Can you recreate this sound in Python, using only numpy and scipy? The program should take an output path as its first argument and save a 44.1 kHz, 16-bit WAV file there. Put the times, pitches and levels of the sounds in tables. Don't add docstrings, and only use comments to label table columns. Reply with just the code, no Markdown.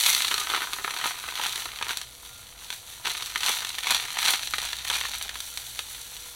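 import sys
import numpy as np
from scipy import signal
from scipy.fft import rfft, irfft
from scipy.io import wavfile

SR = 44100
rng = np.random.default_rng(int(sys.argv[2]) if len(sys.argv) > 2 else 0)


def unload_audio(sound):
    columns = np.transpose(np.atleast_2d(sound))
    steps = np.round(np.clip(columns, -1, 1) * 32767)
    wavfile.write(sys.argv[1], SR, steps.astype(np.int16))


N = 280035


def amp(db):
    return 10 ** (np.asarray(db) / 20)


def unit(x):
    return x / np.sqrt(np.mean(x ** 2) + 1e-20)


def curve(rows):
    return np.interp(np.arange(N) / SR, *np.transpose(rows))


def read(points, hz):
    f, value = np.transpose(points)
    return np.interp(np.log(hz + 1), np.log(f), value)


def add(mix, s, sound):
    part = mix[max(round(s * SR), 0):][:len(sound)]
    part += sound[:len(part)]


def colour(x, points, size=2048):
    log_gain = np.log(amp(read(points, abs(np.fft.fftfreq(size, 1 / SR)))))
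    taps = np.fft.ifft(np.exp(np.conj(signal.hilbert(log_gain)))).real
    return signal.oaconvolve(x, taps[:size // 2])[:len(x)]


def ring(x, modes):
    out = np.zeros(N)
    for hz, width_hz, level_db in modes:
        b, a = signal.iirpeak(hz, hz / width_hz, SR)
        out += amp(level_db) * signal.lfilter(b, a, x)
    return out


# freq_hz, relative_density_db
ROOM_NOISE = [(15, -4), (24, -8), (32, -13.5), (50, 3.5), (70, -6), (100, -4), (150, -13.5), (250, -14.5),
              (450, -16.5), (800, -15), (1400, -20), (3000, -31), (15000, -60)]
# pitch_hz, level_db, width_hz
HUM = [(59.03, -62, 0.59), (123.4, -68, 3.7), (489, -70.5, 4.7), (672, -70.5, 11), (1400, -66, 7.3)]


def appliances():
    hz = np.fft.rfftfreq(N, 1 / SR)
    power = (amp(-57.0) * unit(amp(read(ROOM_NOISE, hz)))) ** 2
    for pitch_hz, level_db, width_hz in HUM:
        peak = 1 / (1 + (2 * (hz - pitch_hz) / width_hz) ** 2)
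        power += (amp(level_db) * unit(peak)) ** 2
    phase = 2 * np.pi * rng.random(len(hz))
    return irfft(np.sqrt(power * N) * np.exp(1j * phase), N)


# freq_hz, t60_s
KITCHEN = [(200, 0.07), (1500, 0.12), (5000, 0.31), (15000, 0.17)]


def kitchen(x, gap_s):
    size = SR // 2
    hz, t, z = signal.stft(rng.standard_normal(size), SR, nperseg=256)
    decay = amp(-60 * t / read(KITCHEN, hz)[:, None])
    tail = signal.istft(z * decay, SR)[1][:size]
    tail *= 1 - np.exp(-(np.arange(size) / SR / gap_s) ** 2)
    return signal.oaconvolve(x, tail / np.linalg.norm(tail))[:N]


# peak_s, steam_db, rise_s, fall_s, bubble_pitch_hz, fizz_db
STROKES = [(0.059, -21.5, 0.23, .16, 4670, -23.5), (0.552, -29, 0.18, 0.108, 2132, -50.5),
           (1.05, -27, 0.094, 0.055, 2248, -33), (1.432, -29.5, 0.12, 0.11, 2593, -43),
           (1.569, -34, 0.15, 0.066, 2858, -32), (1.889, -31, 0.042, 0.051, 2153, -36),
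           (2.719, -45, 0.13, 0.028, 3000, -38.5), (3.056, -26.5, 0.01, 0.094, 2630, -49),
           (3.24, -36, 0.1, 0.063, 3077, -40), (3.478, -24.5, 0.08, .14, 3143, -30.5),
           (3.912, -23.5, .08, 0.087, 2900, -35), (4.291, -22, 0.13, 0.071, 2922, -28),
           (4.459, -34.5, 0.0324, 0.11, 3140, -42), (4.66, -34, 0.2, 0.11, 3075, -40),
           (4.95, -27, .11, 0.12, 3030, -53), (5.138, -34, 0.043, 0.16, 3510, -41)]


def reach():
    turns = curve([(stroke[0], turn) for turn, stroke in enumerate(STROKES)])
    return np.cos(2 * np.pi * turns)


# delay_s, gain
ECHOES = [(.0023, 0.069), (.0033, 0.01)]
WALL_DELAY_S = .00078
WALL_DRIFT_S_PER_S = .00008
WALL_SWING_S = .00012


def reflect(x, wall_gain):
    t = np.arange(N) / SR
    wall_delay_s = WALL_DELAY_S + WALL_DRIFT_S_PER_S * t + WALL_SWING_S * reach()
    out = x + wall_gain * np.interp(t - wall_delay_s, t, x)
    for delay_s, gain in ECHOES:
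        out += gain * np.interp(t - delay_s, t, x)
    return out


STROKE_DROP_DB = 10


def swell(peak, rise, fall):
    t = np.arange(N) / SR - peak
    return amp(-STROKE_DROP_DB * np.maximum(-t / rise, t / fall))


# down_s, lifted_s, steam_db
TOUCHES = [(0, 2.1, -41), (3.04, 5.45, -42.5)]
TOUCH_FADE_S = 0.19
SIMMER_DB = -54


def steam():
    t = np.arange(N) / SR
    power = amp(SIMMER_DB) ** 2
    for down, lifted, db in TOUCHES:
        contact = np.clip(np.minimum(t - down, lifted - t) / TOUCH_FADE_S, 0, 1)
        power = power + (amp(db) * contact) ** 2
    for peak, db, rise, fall, _, _ in STROKES:
        power = power + (amp(db) * swell(peak, rise, fall)) ** 2
    return 10 * np.log10(power)


SPUTTER_DB, SPUTTER_PER_S = 1.18, 8


def sputter():
    rate = np.fft.rfftfreq(N, 1 / SR) / SPUTTER_PER_S
    band = rate / (1 + rate ** 4)
    wander = irfft(rfft(rng.standard_normal(N)) * band, N)
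    return amp(SPUTTER_DB * unit(wander))


def burst(hz, q, spray_db, spray_s, size=1024):
    t = np.arange(size) / SR
    droplets = rng.standard_normal(size) ** 3
    spray = droplets * np.exp(-t / spray_s) * (1 - np.exp(-t * hz))
    push = signal.unit_impulse(size) + amp(spray_db) * spray / np.linalg.norm(spray)
    s = 1j * np.fft.rfftfreq(2 * size, 1 / SR) / hz
    resonance = s / (s * s + s / q + 1)
    rounding = 1 + s * 900 / hz
    pulse = irfft(rfft(push, 2 * size) * resonance / rounding)[:size]
    return pulse / np.linalg.norm(pulse)


def boil(per_s, spread_db, range_db, hz, octaves, q, spray_db, spray_s, count=72):
    at = np.flatnonzero(rng.random(N) < per_s / SR)
    strength = np.zeros(N)
    strength[at] = amp(np.minimum(spread_db * rng.exponential(1, N)[at], range_db))
    window = signal.windows.hann(SR // 14)
    local_power = abs(signal.oaconvolve(strength ** 2, window / window.sum(), "same"))
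    strength /= np.sqrt(local_power + 1e-6)
    pitches = np.geomspace(900, 14000, count)
    shapes = [burst(f, q, spray_db, spray_s) for f in pitches]
    wanted_hz = hz * 2 ** (octaves * rng.standard_normal(N))
    kinds = np.searchsorted(pitches, wanted_hz).clip(0, count - 1)
    out = np.zeros(N)
    for n in at.tolist():
        add(out, n / SR, strength[n] * shapes[kinds[n]])
    return out


# time_s, level_db
PUDDLE = [(0, -32.5), (2.15, -44.5), (2.38, -42.5), (2.58, -49), (2.85, -41.5), (4.9, -41), (5.3, -45),
          (5.43, -36), (6.35, -40)]
# freq_hz, gain_db
FIZZ_COLOUR = [(200, -15.5), (900, -3.5), (2000, -4.5), (3100, -3), (4200, -3.5), (7000, -1), (10000, -3.5),
               (15500, -11)]
FIZZ_LAG_S = 0.022


def fizz():
    power = amp(curve(PUDDLE)) ** 2
    for peak, _, rise, fall, _, db in STROKES:
        power = power + (amp(db) * swell(peak + FIZZ_LAG_S, rise, fall)) ** 2
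    bubbles = boil(per_s=3100, spread_db=2.0, range_db=16, hz=6767, octaves=.9,
                   q=0.56, spray_db=2.0, spray_s=0.0021)
    return colour(bubbles, FIZZ_COLOUR) * np.sqrt(power)


# start_s, level_db (before the pop colour), pitch_hz
POPS = [(0.0617, -11.5, 4160), (0.1485, -12.5, 4230), (0.221, -13.5, 3640), (0.2472, -14, 3030),
        (0.2815, -16, 3550), (0.3129, -16, 2440), (0.322, -22.5, 2310), (0.3418, -14.5, 3830),
        (0.3794, -17, 3240), (0.3998, -18.5, 4800), (0.5012, -21, 3140), (0.5373, -20, 1800),
        (0.5629, -19, 2780), (0.6192, -23, 1990), (0.7334, -18.5, 3350), (0.7859, -26.5, 1940),
        (0.846, -19, 1890), (0.8782, -22.5, 1660), (0.9075, -21.5, 2700), (1.0735, -22, 2320),
        (1.287, -24, 2130), (1.3963, -24.5, 2020), (1.5576, -20, 3550), (1.6565, -27.5, 1830),
        (1.8126, -24.5, 1550), (1.8257, -17.5, 2420), (1.9068, -20, 2120), (1.9719, -18, 4600),
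        (2.0154, -24, 3800), (2.7036, -21.5, 2930), (2.7275, -25.5, 3040), (3.0495, -27, 2730),
        (3.0673, -20.5, 2870), (3.2237, -22, 3420), (3.3587, -15.5, 2605), (3.6482, -19.5, 3240),
        (3.692, -22, 4860), (3.7844, -19.5, 2670), (3.87, -15.5, 2500), (3.9069, -12.5, 2920),
        (3.9467, -13.5, 3330), (4.0827, -34, 3180), (4.1887, -15.5, 2920), (4.254, -14.5, 2760),
        (4.337, -16, 2370), (4.4318, -21.5, 3230), (4.5371, -14.5, 2230), (4.5832, -17, 2620),
        (4.7304, -20, 2740), (4.7866, -26.5, 3770), (4.9, -14.5, 3250), (4.928, -21.5, 3320),
        (5.0112, -19, 2640), (5.053, -20.5, 2480), (5.293, -22, 2970), (5.356, -25.5, 2360),
        (5.4043, -22.5, 4350), (5.5743, -20, 3900), (5.7918, -18, 3000), (5.9482, -30, 3430),
        (6.0155, -31, 4900), (6.167, -31, 3480)]
LULL_DB, LULL_S = 2, 0.012


def lulls():
    t = np.arange(N) / SR
    held = sum(np.exp(-abs(t - s) / LULL_S) * (t < s) for s, _, _ in POPS)
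    return amp(-LULL_DB * np.minimum(held, 1))


# freq_hz, gain_db
POP_COLOUR = [(100, 23), (400, 21), (580, 16), (900, 21.5), (2000, 16.5), (4000, 14), (9000, 18.5),
              (15500, 9.5)]
DRY_POP_DB, SPRAY_SLOPE = -43.5, 0.42
SPRAY_RANGE_DB = (-2, 4)


def pops(steam_db):
    out = np.zeros(N)
    for s, db, hz in POPS:
        excess_db = steam_db[round(s * SR)] - DRY_POP_DB
        spray_db = np.clip(SPRAY_SLOPE * excess_db, *SPRAY_RANGE_DB)
        add(out, s, amp(db) * burst(hz, q=1.29, spray_db=spray_db, spray_s=0.0035))
    return colour(out, POP_COLOUR)


# freq_hz, gain_db
CRACKLE_COLOUR = [(100, -9), (250, -0.5), (420, -7.5), (560, -8), (760, -1.5), (980, -0.5), (1150, -4.5),
                  (1320, 0), (1800, -3.5), (2400, 0), (4000, -1.5), (9000, -1), (15500, -7.5)]
# pitch_hz, width_hz, level_db
POCKET = [(2090, 47, 10)]


def crackle(steam_db):
    per_s = 340 * amp(.7 * (steam_db - steam_db.mean()))
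    pitch_hz = curve([(peak, hz) for peak, _, _, _, hz, _ in STROKES])
    bubbles = boil(per_s, spread_db=4.5, range_db=19, hz=pitch_hz, octaves=.65,
                   q=0.89, spray_db=-2.5, spray_s=0.0045)
    bubbles = colour(bubbles, CRACKLE_COLOUR) * amp(steam_db)
    first_gush = np.exp(-(np.arange(N) / SR / 0.28) ** 2)
    return bubbles + ring(bubbles * first_gush, POCKET)


# pitch_hz, width_hz, level_db
PLATE = [(384, 90, 0), (990, 100, -10), (1260, 160, -6.5), (1530, 52, -3)]
# time_s, gain_db
FIRMNESS = [(.2, -21), (.32, 7), (1.85, -7), (1.97, -12.5), (3.4, 5.5), (3.8, -34)]


def griddle_plate(under_stick):
    return ring(under_stick * amp(curve(FIRMNESS)), PLATE)


def scene():
    steam_db = steam()
    puffs = sputter()
    under_stick = crackle(steam_db) * puffs * lulls() + pops(steam_db)
    sources = under_stick + griddle_plate(under_stick) + fizz() * puffs
    butter = reflect(sources, wall_gain=0.1)
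    place = np.pi / 4 * (1 + reach())
    room = sum(kitchen(butter * share, gap_s=0.0019) for share in (np.cos(place), np.sin(place)))
    mid = butter + amp(-9.5) * room + appliances()
    side = amp(-23) * appliances()
    return np.array([mid + side, mid - side])


# freq_hz, gain_db
MICROPHONE = [(2900, 0.5), (3550, 5), (3850, 5.5), (4200, 6), (4650, 0), (5100, -8.5), (5500, -4),
              (5900, 4), (6300, -1), (6900, -3), (9000, 0), (11200, 3), (13500, 2.5), (15800, 3)]
EDGE_HZ = 15980


def record(dry):
    heard = np.array([colour(channel, MICROPHONE) for channel in dry])
    low_pass = signal.firwin(511, EDGE_HZ, window=("kaiser", 8), fs=SR)
    return signal.oaconvolve(heard, low_pass[None], "same", axes=1)


dry = scene()
out = record(dry)
unload_audio(out)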